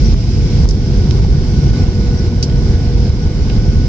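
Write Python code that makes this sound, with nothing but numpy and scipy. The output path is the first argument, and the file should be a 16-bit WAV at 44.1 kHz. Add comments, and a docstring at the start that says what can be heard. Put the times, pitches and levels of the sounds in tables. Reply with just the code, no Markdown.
"""Airliner cabin at a window seat, low over an airport

Deep engine and airflow rumble comes through the wall as filtered noise, with a softer bed of air hiss.
Single low thumps punch out of it; after most of them the cabin sound ducks and creeps back.
A hum and three whines waver as drifting sines; filtered clicks and swelling tones tick and squeak nearby.
Two microphone ports colour it all, then a limiter and hard clipping trim the highest peaks."""
import sys
import numpy as np
from scipy import signal
from scipy.fft import rfft, irfft, next_fast_len
from scipy.io import wavfile
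from scipy.ndimage import uniform_filter1d, minimum_filter1d, map_coordinates

SR = 44100
rng = np.random.default_rng(int(sys.argv[2]) if len(sys.argv) > 2 else 0)


def persist_wave(psi):
    """Save psi, clipped to +-1, as 16-bit WAV."""
    counts = np.round(np.clip(psi, -1, 1) * 32767).astype(np.int16)
    wavfile.write(sys.argv[1], SR, np.atleast_2d(counts).T)


N = 171108
T = np.arange(N) / SR  # seconds

# Low pressure thumps: time_s, signed_peak (before the ports), duck_db (a negative duck lifts the level)
THUMPS = [(0.1115, 0.85, 0), (0.1439, -1.3, 4), (0.6565, 1.33, 4.5), (1.2491, 0.98, 3),
          (1.8403, -1.32, 2.5), (2.09, 1.1, 0.5), (2.2851, 0.74, 3), (2.7565, 1.1, 1.5),
          (2.878, 1.05, 0.95), (3.103, -1.23, 2.5), (3.2761, -1.04, 1.5), (3.4234, -0.99, -0.5),
          (3.585, 1.07, 2.5), (3.7596, -1.34, 1.5)]


def amp(db):
    """Decibels to amplitude."""
    return 10 ** (np.asarray(db) / 20)


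def unit(x):
    """Scale to an rms of 1."""
    return x / np.sqrt(np.mean(x ** 2) + 1e-20)


def along(points, hz):
    """Read (frequency_hz, value) points on a log-frequency axis."""
    point_hz, value = np.transpose(points)
    return np.interp(np.log(hz + 1), np.log(point_hz + 1), value)


def curve(rows):
    """Read (time_s, value) points at every sample."""
    return np.interp(T, *np.transpose(rows))


def wobble(rate):
    """A smooth random curve with rate knots a second."""
    knots = rng.standard_normal(int(N * rate / SR) + 4)
    return map_coordinates(knots, [T * rate])


def filtered(x, response):
    """Filter x by a complex response of frequency."""
    size = next_fast_len(N + SR // 2)
    hz = np.fft.rfftfreq(size, 1 / SR)
    return irfft(rfft(x, size) * response(hz), size)[..., :N]


def band(centre_hz, width_hz):
    """A causal resonance that passes a band around its centre."""
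    return lambda hz: 1j * hz * width_hz / (centre_hz ** 2 - hz ** 2 + 1j * hz * width_hz)


def panned(db, pan_db):
    """Left and right gains; a positive pan leans left."""
    return amp(db + np.array([[pan_db], [-pan_db]]) / 2)


def swayed(x, rows, split_hz):
    """Move level and tone along (time_s, level_db, tilt_db); the tilt pivots about split_hz."""
    time_s, level_db, tilt_db = np.transpose(rows)
    tilt = amp(np.interp(T, time_s, tilt_db) / 2)
    low = filtered(x, lambda hz: 1 / (1 + (hz / split_hz) ** 4))
    high = x - low
    return amp(np.interp(T, time_s, level_db)) * (low / tilt + high * tilt)


def rush(spectrum, patchy_db):
    """Stereo noise of rms 1: random gain patches in time and pitch, width set by mid and side."""
    # Left-right likeness: frequency_hz, correlation (1 is mono, 0 unrelated)
    likeness = [(60, 0.99), (250, 0.99), (500, 0.97), (800, 0.88), (1000, 0.75), (1300, 0.054), (2200, 0.4),
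                (3000, -0.046), (5000, -0.061)]
    grains = signal.stft(rng.standard_normal((2, N)), nperseg=512)[2]
    patches = rng.standard_normal(grains.shape[1:])
    patches = uniform_filter1d(patches, size=6, axis=0)   # across frequency
    patches = uniform_filter1d(patches, size=12, axis=1)  # across time
    pair = signal.istft(grains * amp(patchy_db * unit(patches)), nperseg=512)[1][:, :N]

    def mid_side(hz):
        turn = np.arccos(np.clip(along(likeness, hz), -1, 1)) / 2
        return amp(along(spectrum, hz)) * [np.cos(turn), np.sin(turn)]

    mid, side = filtered(pair, mid_side)
    return unit(np.array([mid + side, mid - side]))


def rumble():
    """Engine and airflow noise through the wall, uneven in level and making way for each thump."""
    # Rumble colour: frequency_hz, relative_density_db (per Hz)
    colour = [(12, -45), (22, -15.5), (32, -7), (40, -4), (48, 1.5), (62, -6.5), (80, -7.5), (95, -6.5),
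              (112, -9.5), (135, -6.5), (178, -15), (216, -14), (274, -22), (392, -23.5), (425, -28),
              (460, -31.5), (500, -32.5), (540, -37), (700, -54.5), (910, -63), (1540, -120)]
    # Rumble level: time_s, level_db, tilt_db (towards the upper part)
    level = [(0.0, -10.5, -2), (0.15, -10, -0.5), (0.16, -12.5, -1), (0.67, -6, -5), (0.85, -12.5, 5.5),
             (0.87, -9, -0.5), (1.41, -7, -3.5), (1.47, -13.5, 2), (1.53, -8, -1), (2.54, -10, 0),
             (3.15, -8.5, -1.5), (3.19, -11.5, -1), (3.27, -6.5, -2), (3.35, -13, -1), (3.41, -7.5, -3),
             (3.51, -10, 1), (3.82, -6.5, -3), (3.88, -11.5, -1.5)]
    depth, width_s = .75, .009  # share taken away at each thump, width of the gap
    gaps = sum(np.exp(-((T - time_s) / width_s) ** 2) for time_s, _, _ in THUMPS)
    noise = rush(colour, patchy_db=0.17)
    return (1 - depth * gaps) * swayed(noise, level, split_hz=120)


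def thumps(gain_before):
    """Single low pressure swings, raised to offset the gain just before each one."""
    centre_hz = 55
    out = np.zeros(N)
    for (time_s, peak, _), gain in zip(THUMPS, gain_before):
        u = np.pi * centre_hz * (T - time_s)
        out += peak / gain * (1 - 2 * u * u) * np.exp(-u * u)
    return out


def ducking():
    """Gain that moves fast at each thump, returns slowly and averages 0 dB."""
    attack_s, return_s = .00025, 0.46  # time constants
    table = np.array(THUMPS)
    age = np.maximum(T - table[:, :1], 0)
    dips_db = table[:, 2:] * (1 - np.exp(-age / attack_s)) * np.exp(-age / return_s)
    dip_db = dips_db.sum(0)
    return amp(dip_db.mean() - dip_db)


def hum():
    """A sine whose pitch and level drift slowly with a small random waver."""
    # Hum drift: time_s, pitch_hz, level_db (rms)
    drift = [(0, 483, -37), (.18, 485, -41), (.4, 483, -37), (.8, 484, -36), (1.37, 486, -37),
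             (1.8, 484, -37.5), (2.1, 480, -32), (2.35, 478, -33), (2.65, 476, -36), (3.03, 479, -30.5),
             (3.3, 487, -37), (3.6, 491, -33.5), (3.88, 489, -38)]
    time_s, pitch_hz, level_db = np.transpose(drift)
    level = amp(np.interp(T, time_s, level_db) + 1.2 * wobble(6))
    pitch = np.interp(T, time_s, pitch_hz) + .5 * wobble(5)
    return np.sqrt(2) * level * np.sin(2 * np.pi * np.cumsum(pitch) / SR)


def whines():
    """Wavering sines near fixed pitches, each in a skirt of narrow noise, sharing one level curve."""
    # Whines: pitch_hz, tone_db, skirt_db (both before the shared level), skirt_width_hz, left_lead_rad
    voices = [(1480, -49.5, -53, 40, 1.94), (2176, -60, -61, 25, 0.48), (2990, -74, -59, 110, 5.8)]
    # Shared whine level: time_s, level_db
    swell = [(0, -5), (.7, 0.5), (1, -1), (1.7, 3.5), (2.3, 2.5), (2.6, 1.5), (3, 1), (3.88, 6)]
    out = np.zeros((2, N))
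    for pitch_hz, tone_db, skirt_db, width_hz, lead in voices:
        phase = 2 * np.pi * np.cumsum(pitch_hz + 1.5 * wobble(10)) / SR
        tone = np.sin(phase + np.array([[lead], [0]]))
        out += np.sqrt(2) * amp(tone_db + wobble(5.9)) * tone
        noise = rng.standard_normal((2, N))
        skirt = filtered(noise, lambda hz: band(pitch_hz, width_hz)(hz) ** 2)
        out += amp(skirt_db) * unit(skirt)
    return amp(curve(swell)) * out


def ticks():
    """A one-sample click and a short decaying noise rattle, ringing through a resonant band."""
    # Ticks: time_s, strength_db (before the band), pan_db (left over right), centre_hz, width_hz,
    # rattle_db (against the click), rattle_t60_s
    taps = [(0.6894, -1.5, -.5, 6000, 3600, -24, 0.08), (.7075, -19, -4, 5300, 3000, -4, 0.034),
            (1.1098, 0, -8, 2700, 3800, -24, .03), (2.4270, -7, -2, 4500, 5000, -7.5, 0.075),
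            (2.4975, -10, -2, 2700, 1500, -10, .03), (3.4985, -2.5, 0, 2400, 1500, -12, .035)]
    out = np.zeros((2, N))
    for time_s, db, pan_db, centre_hz, width_hz, rattle_db, t60_s in taps:
        click = np.zeros(N)
        click[round(time_s * SR)] = 1
        age = np.maximum(T - time_s, 0)
        onset = 1 - np.exp(-age / 0.00019)
        rattle = amp(rattle_db - 60 * age / t60_s) * onset * rng.standard_normal((2, N))
        tick = filtered(click + rattle, lambda hz: band(centre_hz, width_hz)(hz) ** 2)
        out += panned(db, pan_db) * tick
    return out


def squeaks():
    """Short soft swells of a tone blurred by random level and phase."""
    # Squeaks: time_s (middle), length_s (between the 1/e points), pitch_hz,
    # blur_rate (knots a second), level_db, pan_db (left over right)
    chirps = [(.063, .04, 5700, 450, -46.5, 8), (.18, .1, 650, 8, -36, 0), (.25, .045, 3370, 30, -53, 6),
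              (1.09, .08, 940, 10, -39, 0), (1.66, .06, 745, 20, -39, 0), (2.188, .035, 5680, 300, -47, 8),
              (2.385, .06, 675, 12, -39, 0), (3.232, .03, 5650, 500, -50, 8)]
    out = np.zeros((2, N))
    for time_s, length_s, pitch_hz, blur_rate, db, pan_db in chirps:
        level = 1 + 0.43 * wobble(blur_rate)
        tone = np.sin(2 * np.pi * pitch_hz * T + 0.85 * wobble(blur_rate))
        swell = np.exp(-(2 * (T - time_s) / length_s) ** 2)
        out += panned(db, pan_db) * level * tone * swell
    return out


def hiss():
    """Air hiss: brighter noise with a random flutter in level."""
    # Hiss colour: frequency_hz, relative_density_db (per Hz)
    colour = [(450, -26), (560, -4.5), (720, -0.5), (900, -5.5), (1300, -10.5), (1500, -7), (1800, -13),
              (2100, -9.5), (2700, -13.5), (3500, -14), (4300, -17), (5200, -16.5), (6500, -23.5),
              (7000, -21), (7600, -22.5), (8400, -28)]
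    # Hiss drift: time_s, level_db (before the flutter), tilt_db (brightness)
    drift = [(0, -38, 4), (.6, -36, 1), (1.2, -36, -1), (1.8, -36, -0.5), (2.4, -36.5, -2.5),
             (2.7, -36, -2), (3.2, -36.5, -1.5), (3.88, -35.5, -1)]
    closed = [(300, -90)] + colour + [(9000, -90)]  # shut both ends of the band
    flutter = amp(0.21 * wobble(10))
    return flutter * swayed(rush(closed, patchy_db=0.88), drift, split_hz=1800)


def scene():
    """Duck the cabin sound and thumps together; ticks and squeaks stay outside the ducking."""
    gain = ducking()
    gain_before = np.array([gain[round(time_s * SR) - 1] for time_s, _, _ in THUMPS])
    cabin = rumble() + hiss() + hum() + whines() + thumps(gain_before)
    return gain * cabin + ticks() + squeaks()


def port(hz, corner_hz, ring_hz, sharp, bass_db, treble_db):
    """One microphone port: bass roll-off, a treble resonance and a bass-to-treble gain slope."""
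    gain = amp(along([(500, bass_db), (1800, treble_db)], hz))
    roll_off = 1j * hz / (corner_hz + 1j * hz)
    resonance = 1 / (1 - (hz / ring_hz) ** 2 + 1j * hz / (ring_hz * max(sharp, 1)))
    return gain * roll_off * resonance


def limited(x):
    """A quick stereo limiter: looks slightly ahead, holds its lowest gain, then smooths it."""
    ceiling = 1.03
    hold, smooth = round(.02 * SR), round(.002 * SR)  # samples
    need = np.minimum(1, ceiling / (np.abs(x).max(0) + 1e-9))
    lag = round(.02 * SR / 2) - round(.002 * SR / 2)  # turns the hold window towards the past
    held = minimum_filter1d(need, size=hold, origin=lag)
    return x * uniform_filter1d(held, size=smooth)


def record(dry):
    """Two microphone ports, the limiter, hard clipping and a top band limit."""
    # Ports, left then right: bass_corner_hz, resonance_hz, sharpness (Q), bass_gain_db, treble_gain_db
    mic_ports = [(44, 5850, 6.67, -0.52, -2.5), (6, 5080, 6, -1.1, -0.64)]
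    clip_top, clip_hard, top_hz = .99, 40, 8420  # ceiling, knee hardness, middle of the treble cut
    x = filtered(dry, lambda hz: np.array([port(hz, *settings) for settings in mic_ports]))
    x = limited(x)
    x = x / (1 + np.abs(x / clip_top) ** clip_hard) ** (1 / clip_hard)
    return filtered(x, lambda hz: np.clip((top_hz + 150 - hz) / 300, 0, 1) ** 2)


dry = scene()
out = record(dry)
persist_wave(out)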